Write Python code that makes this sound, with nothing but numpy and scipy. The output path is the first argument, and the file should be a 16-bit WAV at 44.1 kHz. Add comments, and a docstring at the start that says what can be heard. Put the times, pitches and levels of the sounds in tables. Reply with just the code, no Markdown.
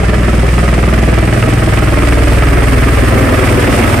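"""Helicopter approaching at night

A three-bladed helicopter flies toward a phone and climbs toward the zenith. Each blade pass gives a
low thump, a sharp slap and a swish of turbulent air, over wake roar, turbine hiss and whistle.
The ground mirrors it with a growing lag, house fronts scatter the slaps, and the phone overloads."""
import sys
import numpy as np
from scipy import signal
from scipy.fft import rfft, irfft
from scipy.io import wavfile
from scipy.ndimage import uniform_filter1d, minimum_filter1d

SR = 44100
rng = np.random.default_rng(int(sys.argv[2]) if len(sys.argv) > 2 else 0)


def generate_wav(sig):
    """Save sig (samples, or channels by samples) to the path in sys.argv[1] as 16-bit PCM at SR."""
    pcm = np.round(np.clip(np.atleast_2d(sig).T, -1, 1) * 32767).astype(np.int16)
    wavfile.write(sys.argv[1], SR, pcm)


N = 176400

# Blade rate, sinking with the Doppler shift. 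Each row: time in seconds, passes per second.
BLADE_RATE_HZ = [(0, 20.12), (1, 20.11), (2, 20.07), (2.6, 19.98), (3.2, 19.94), (4, 19.85)]
# Vortex cuts, one row a blade. Each row: first slap, second slap, both in relative dB.
BLADE_SLAP_DB = [(-3, -7), (-11, -11), (-9, 0)]
# Stereo width. Each row: frequency in Hz, side over mid in dB.
WIDTH_DB = [(60, -14), (110, 3.5), (200, -13.5), (380, -11), (700, -2), (1290, -3), (2380, -4.5),
            (4400, -1.5), (8120, -1), (15000, 0)]
# Stereo balance. Each row: frequency in Hz, left over right in dB.
BALANCE_DB = [(60, 4), (110, 15.5), (200, -2.5), (380, 1.5), (700, 0.5), (1290, -2.5), (2380, -5.5),
              (4400, 2.5), (8120, -6.5), (15000, 1.5)]
SWISH_LEAD_PASSES = 0.12


def slap_levels(t, passes):
    """Slap and crack dB per pass and vortex: the blades take turns, and some hit hard."""
    # Ordinary passes. Each row of both: time in seconds, relative level in dB.
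    slap_trend_db = [(0, -1), (1.3, 1.5), (1.9, 1.5), (2.3, -4), (4, -3.5)]
    crack_trend_db = [(0, -9), (1.2, -3), (2, 1), (2.6, -11), (3.1, -10.5), (4, -6)]
    # Square hits on a vortex. Each row: time in seconds, slap in dB, crack in relative dB.
    hard_hits = [(.135, 1, 0), (.284, 2, 1), (.582, 0, 1), (.731, 1, 2), (.928, 2, 0), (1.178, 3, -4),
                 (1.227, 3, -4), (1.327, 3, -1), (1.428, -5, 3), (1.477, 5, 0), (1.674, 4, -2),
                 (1.926, 3, 0), (1.974, 4, 3), (2.124, -2, 5), (2.174, 4, 1), (2.275, 3, 3), (2.324, 2, 1),
                 (2.423, 2, 5), (2.572, 1, 5), (2.624, 4, 5), (3.675, -2, 2), (3.826, -1, 6)]
    scatter_db, crack_offset_db = 1, -13
    vortex_db = np.array([-5, 0])  # first, second
    shape = (int(passes[-1]) + 2, 2)
    pass_s = np.interp(np.arange(shape[0]), passes, t)
    slap_db = np.resize(np.array(BLADE_SLAP_DB), shape) + curve(slap_trend_db, pass_s)[:, None]
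    crack_db = curve(crack_trend_db, pass_s)
    for hit_s, hit_db, hit_crack_db in hard_hits:
        k = np.argmin(np.abs(pass_s - hit_s))
        slap_db[k], crack_db[k] = hit_db + vortex_db, hit_crack_db
    slap_db += scatter_db * rng.standard_normal(shape)
    return slap_db, crack_offset_db + crack_db[:, None] + vortex_db


def slaps(t, passes, slap_db, crack_db):
    """Each blade cuts two tip vortices: two short pulses, each with a noisy crack."""
    # Bright snaps of the sharpest cuts. Each row: time in seconds, peak in dB.
    snap_peaks = [(2.3255, -6), (3.778, -9)]
    gap_ms, slap_width_ms, snap_width_ms = 2.88, 0.5, 0.07
    crack_lead_ms, crack_decay_ms = 0.6, 1.7
    nearest = np.round(passes).astype(int)
    jitter_ms = 0.2 * rng.standard_normal(slap_db.shape)
    since_ms = 1e3 * (passes - nearest) / curve(BLADE_RATE_HZ, t)
    direct = 0
    for k, lead_ms in enumerate((gap_ms, 0)):
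        ms = since_ms + lead_ms - jitter_ms[nearest, k]
        slap = pulse(ms / slap_width_ms) * undb(slap_db[nearest, k])
        noise = unit(lowpass(noise_around(hz=1750), hz=2900, order=6))
        crack = noise * np.exp(-np.abs(ms + crack_lead_ms) / crack_decay_ms)
        direct = direct + slap + crack * undb(crack_db[nearest, k])
    near = with_reflections(direct, t)
    snaps = sum(undb(db) * pulse(1e3 * (t - at_s) / snap_width_ms) for at_s, db in snap_peaks)
    return near - snaps + street_scatter(near, t)


def thump(t, passes):
    """Blade pressure wave: harmonics wavering in the air, smeared by the microphone's bass cut."""
    # Harmonics around the boom. Each row: multiple of the blade rate, relative level in dB.
    harmonics = [(2, -10), (4, -11), (5, -10), (6, -11), (7, -17), (8, -19.5), (9, -19.5), (10, -23.5),
                 (11, -21.5)]
    # Third harmonic (the boom) and fourth. 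Each row of both: time in seconds, relative level in dB.
    boom_db = [(0.08, -13.5), (0.44, -11.5), (1.21, -12.5), (1.38, -21), (2.13, -11.5), (3.01, -13.5),
               (3.53, -22), (3.85, -16.5), (3.92, -30)]
    fourth_db = [(0, -8), (.8, -4), (1.7, -15), (2.2, 0.5), (4, 5.5)]
    # Trend of all but the boom. Each row: time in seconds, gain in dB, tilt in dB per octave.
    trend = [(0, -3.5, 3), (1, 0, 4.5), (1.8, -1.5, 0), (2.7, -2.5, -1.5), (3.3, -4, .5), (4, -5, 3.5)]
    # The thump falls behind the slap overhead. Each row: time in seconds, lag in blade passes.
    lag_passes = [(0, 0), (2.7, 0.0066), (3.8, 0.051)]
    wobble_db, harmonic_lag_passes = 1.35, 0.018
    boom_offset_db, boom_lead_passes = 2.5, 0.016
    passes = passes - curve(lag_passes, t)
    tilt_db = curve(trend, t, column=2)
    wave = 0
    for k, db in harmonics:
        level_db = db + curve(fourth_db, t) * (k == 4) + tilt_db * np.log2(k / 5)
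        gain = undb(level_db + wobble_db * drift(t, rate_hz=5.02))
        wave = wave - gain * np.sin(2 * np.pi * k * (passes - harmonic_lag_passes))
    bass_cut = signal.butter(5, 39, "high", fs=SR, output="sos")
    wave = undb(curve(trend, t)) * with_reflections(signal.sosfilt(bass_cut, wave), t)
    boom = -np.sqrt(2) * np.sin(2 * np.pi * 3 * (passes + boom_lead_passes))
    return wave + undb(curve(boom_db, t) + boom_offset_db) * boom


def rush(t, passes, blade_db):
    """Turbulent air and turbine noise in four bands, each swelling with every blade."""
    # Each row: low edge in Hz, high edge in Hz, offset in dB, swing in dB, share of blade unevenness.
    bands = [(132, 1370, -0.5, 6, 0.058), (850, 4960, 0, 8, 0.099), (3490, 9500, -2.5, 3, 0.068),
             (10600, 20000, 3, 5.5, 0.056)]
    # Each row: time in seconds, then the roar, swish, hiss and top bands in relative dB.
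    band_trend_db = [(0.1, -14, -22, -31.5, -57), (0.42, -15, -22.5, -30.5, -53.5),
                     (3.02, -14.5, -20, -29.5, -43), (3.13, -13, -19, -28.5, -40.5),
                     (3.79, -13, -19, -25, -41.5), (3.9, -15, -21, -28, -41)]
    # Spectra of the roar and the upper bands. Each row of both: frequency in Hz, density in dB.
    roar_colour = [(130, -5.5), (180, -6.5), (280, -0.5), (400, -5), (520, -7), (680, -10), (850, -24)]
    air_colour = [(470, -50), (800, 1), (883, -9), (1250, 3.5), (1430, -2), (1750, 1.5), (2100, -0.5),
                  (2600, -6), (3960, -23), (5330, -21.5), (6260, -25), (7440, -23.5), (8740, -19),
                  (11100, -24), (13200, -24), (15500, -32.5)]
    attack_passes, release_passes = 0.074, 0.42
    hold_passes = 0.096 + 0.037 * t
    gust_db, flutter_db, roar_rise_db_per_s = 0.5, 1.43, 1.1
    hz = np.arange(N // 2 + 1) * SR / N + 1
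    mid, side = reflected_spectrum(t), reflected_spectrum(t) * bin_gains(WIDTH_DB)
    balance = np.sqrt(bin_gains(BALANCE_DB))
    stereo = np.array([(mid + side) * balance, (mid - side) / balance])
    swish_passes = passes + SWISH_LEAD_PASSES
    phase = swish_passes % 1
    fall = 1 - (phase - attack_passes - hold_passes) / release_passes
    swish = np.clip(np.minimum(phase / attack_passes, fall), 0, 1)
    uneven_db = (blade_db - blade_db.mean())[swish_passes.astype(int)]
    out = 0
    for k, (low_hz, high_hz, offset_db, swing_db, share) in enumerate(bands):
        rolloff = np.sqrt((1 + (low_hz / hz) ** 10) * (1 + (hz / high_hz) ** 10))
        band = irfft(stereo * bin_gains(air_colour if k else roar_colour) / rolloff, N)
        waver_db = gust_db * drift(t, rate_hz=5.3) + flutter_db * drift(t, rate_hz=150)
        swell = unit(undb((swing_db + share * uneven_db) * swish + waver_db))
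        rise_db = roar_rise_db_per_s * (t - t.mean()) * (k == 0)
        level_db = curve(band_trend_db, t, column=k + 1) + offset_db + rise_db
        out = out + band / np.std(band.mean(0)) * swell * undb(level_db)
    return out


def wake(t, passes):
    """Throbbing wake noise, beamed downward, so it grows as the rotor comes overhead."""
    # Each row: time in seconds, level in dB.
    level_db = [(0, -53), (2.8, -35), (3.3, -22), (3.7, -18), (4, -16.5)]
    # Each row: frequency in Hz, density in relative dB.
    colour = [(140, -27), (205, 1.5), (310, -7), (480, -2.5), (720, -7.5), (1400, -13), (2400, -27),
              (3300, -23), (5000, -55)]
    mid, side = (reflected_spectrum(t) * bin_gains(colour) for _ in range(2))
    stereo = irfft(mid + side * bin_gains(WIDTH_DB) * np.array([[1], [-1]]), N)
    throb_db = 2.5 * np.cos(2 * np.pi * (passes - SWISH_LEAD_PASSES))
    return unit(stereo) * undb(curve(level_db, t) + throb_db)


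def exhaust(t):
    """Low rumble of the turbine exhaust."""
    return undb(-20) * with_reflections(noise_around(hz=103), t)


def whistle(t):
    """Narrow band of compressor noise that emerges on the approach."""
    # Each row: time in seconds, centre in Hz, level in dB before panning.
    track = [(0, 8560, -57), (1.6, 8430, -39), (3, 8700, -38), (4, 8400, -39)]
    centre_hz = curve(track, t)
    carrier = np.exp(2j * np.pi * np.cumsum(centre_hz) / SR)
    blur = lowpass(rng.standard_normal((2, N)) + 1j * rng.standard_normal((2, N)), hz=270)
    pan = undb(curve(BALANCE_DB, centre_hz) * np.array([[0.5], [-0.5]]))
    return unit((blur * carrier).real) * pan * undb(curve(track, t, column=2))


def street_scatter(x, t):
    """Short, dull stereo tail scattered by house fronts."""
    t60_s, relative_db = 0.031, -4.5
    tail = lowpass(rng.standard_normal((2, N)), hz=790) * np.exp(-np.log(1000) * t / t60_s)
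    scattered = signal.fftconvolve(x[None], tail, axes=1)[:, :N]
    return unit(scattered) * np.std(x) * undb(relative_db)


def with_reflections(x, t):
    """Direct sound plus duller echoes off the ground, a wall and a surface close to the phone."""
    # Each row of both: time in seconds, lag in ms.
    ground_lag_ms = [(0, 4.9), (1, 5.88), (2, 6.5), (2.7, 7.17), (3.3, 7.8), (4, 8.6)]
    wall_lag_ms = [(0, 9.7), (1.5, 9.25), (2.8, 8), (4, 11.4)]
    close_lag_ms = 2.97  # makes the sound hollow
    dull = lowpass(x, hz=2140, order=1)
    lags_ms = curve(ground_lag_ms, t), curve(wall_lag_ms, t), close_lag_ms
    ground, wall, close = (np.interp(t - ms * 1e-3, t, dull) for ms in lags_ms)
    return x + 0.29 * ground + 0.073 * wall + 0.07 * close


def reflected_spectrum(t):
    """Spectrum of white noise with its reflections."""
    return rfft(with_reflections(rng.standard_normal(N), t))


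def noise_around(hz):
    """Noise two octaves wide, rms 1."""
    band = signal.butter(2, [hz / 2, hz * 2], "band", fs=SR, output="sos")
    return unit(signal.sosfilt(band, rng.standard_normal(N)))


def drift(t, rate_hz):
    """Smooth random motion, rms 1."""
    hold = int(SR / rate_hz)
    steps = np.repeat(rng.standard_normal(len(t) // hold + 1), hold)
    return unit(uniform_filter1d(uniform_filter1d(steps, hold), hold)[:len(t)])


def pulse(u):
    """A push between two pulls; u is time in pulse widths."""
    return (1 - u ** 2) * np.exp(-u ** 2 / 2)


def lowpass(x, hz, order=2):
    """Butterworth low-pass."""
    return signal.sosfilt(signal.butter(order, hz, fs=SR, output="sos"), x)


def curve(rows, at, column=1):
    """One table column, linearly interpolated."""
    rows = np.array(rows, float)
    return np.interp(at, rows[:, 0], rows[:, column])


def bin_gains(rows):
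    """Gain per FFT bin from (Hz, dB) points."""
    hz, db = np.array(rows, float).T
    bin_hz = np.arange(N // 2 + 1) * SR / N + 1
    return undb(np.interp(np.log(bin_hz), np.log(hz), db))


def undb(db):
    """Decibels to gain."""
    return 10 ** (np.asarray(db) / 20)


def unit(x):
    """Scale to rms 1."""
    return x / np.sqrt(np.mean(x ** 2))


def scene():
    """One rotor times thump, slaps, wake and swish, over exhaust rumble and whistle."""
    first_pass_s = 0.0366
    t = np.arange(N) / SR
    passes = np.cumsum(curve(BLADE_RATE_HZ, t)) / SR
    passes = passes - np.interp(first_pass_s, t, passes) + len(BLADE_SLAP_DB)
    slap_db, crack_db = slap_levels(t, passes)
    rumble = exhaust(t)
    rotor = thump(t, passes) + slaps(t, passes, slap_db, crack_db) + wake(t, passes)
    return rotor + rush(t, passes, slap_db.max(1)) + rumble + whistle(t)


def record(dry):
    """The phone: fast peak limiter, soft clipping, steep treble cut."""
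    ceiling, limiter_ms, knee, top_hz = 1.1, 4, 14, 15600
    window = int(limiter_ms * SR / 1000)
    allowed_gain = ceiling / np.maximum(np.abs(dry).max(0), ceiling)
    limited = dry * uniform_filter1d(minimum_filter1d(allowed_gain, window), window)
    clipped = limited / (1 + np.abs(limited) ** knee) ** (1 / knee)
    return signal.sosfilt(signal.ellip(10, 0.2, 80, top_hz, fs=SR, output="sos"), clipped)


dry = scene()
out = record(dry)
generate_wav(out)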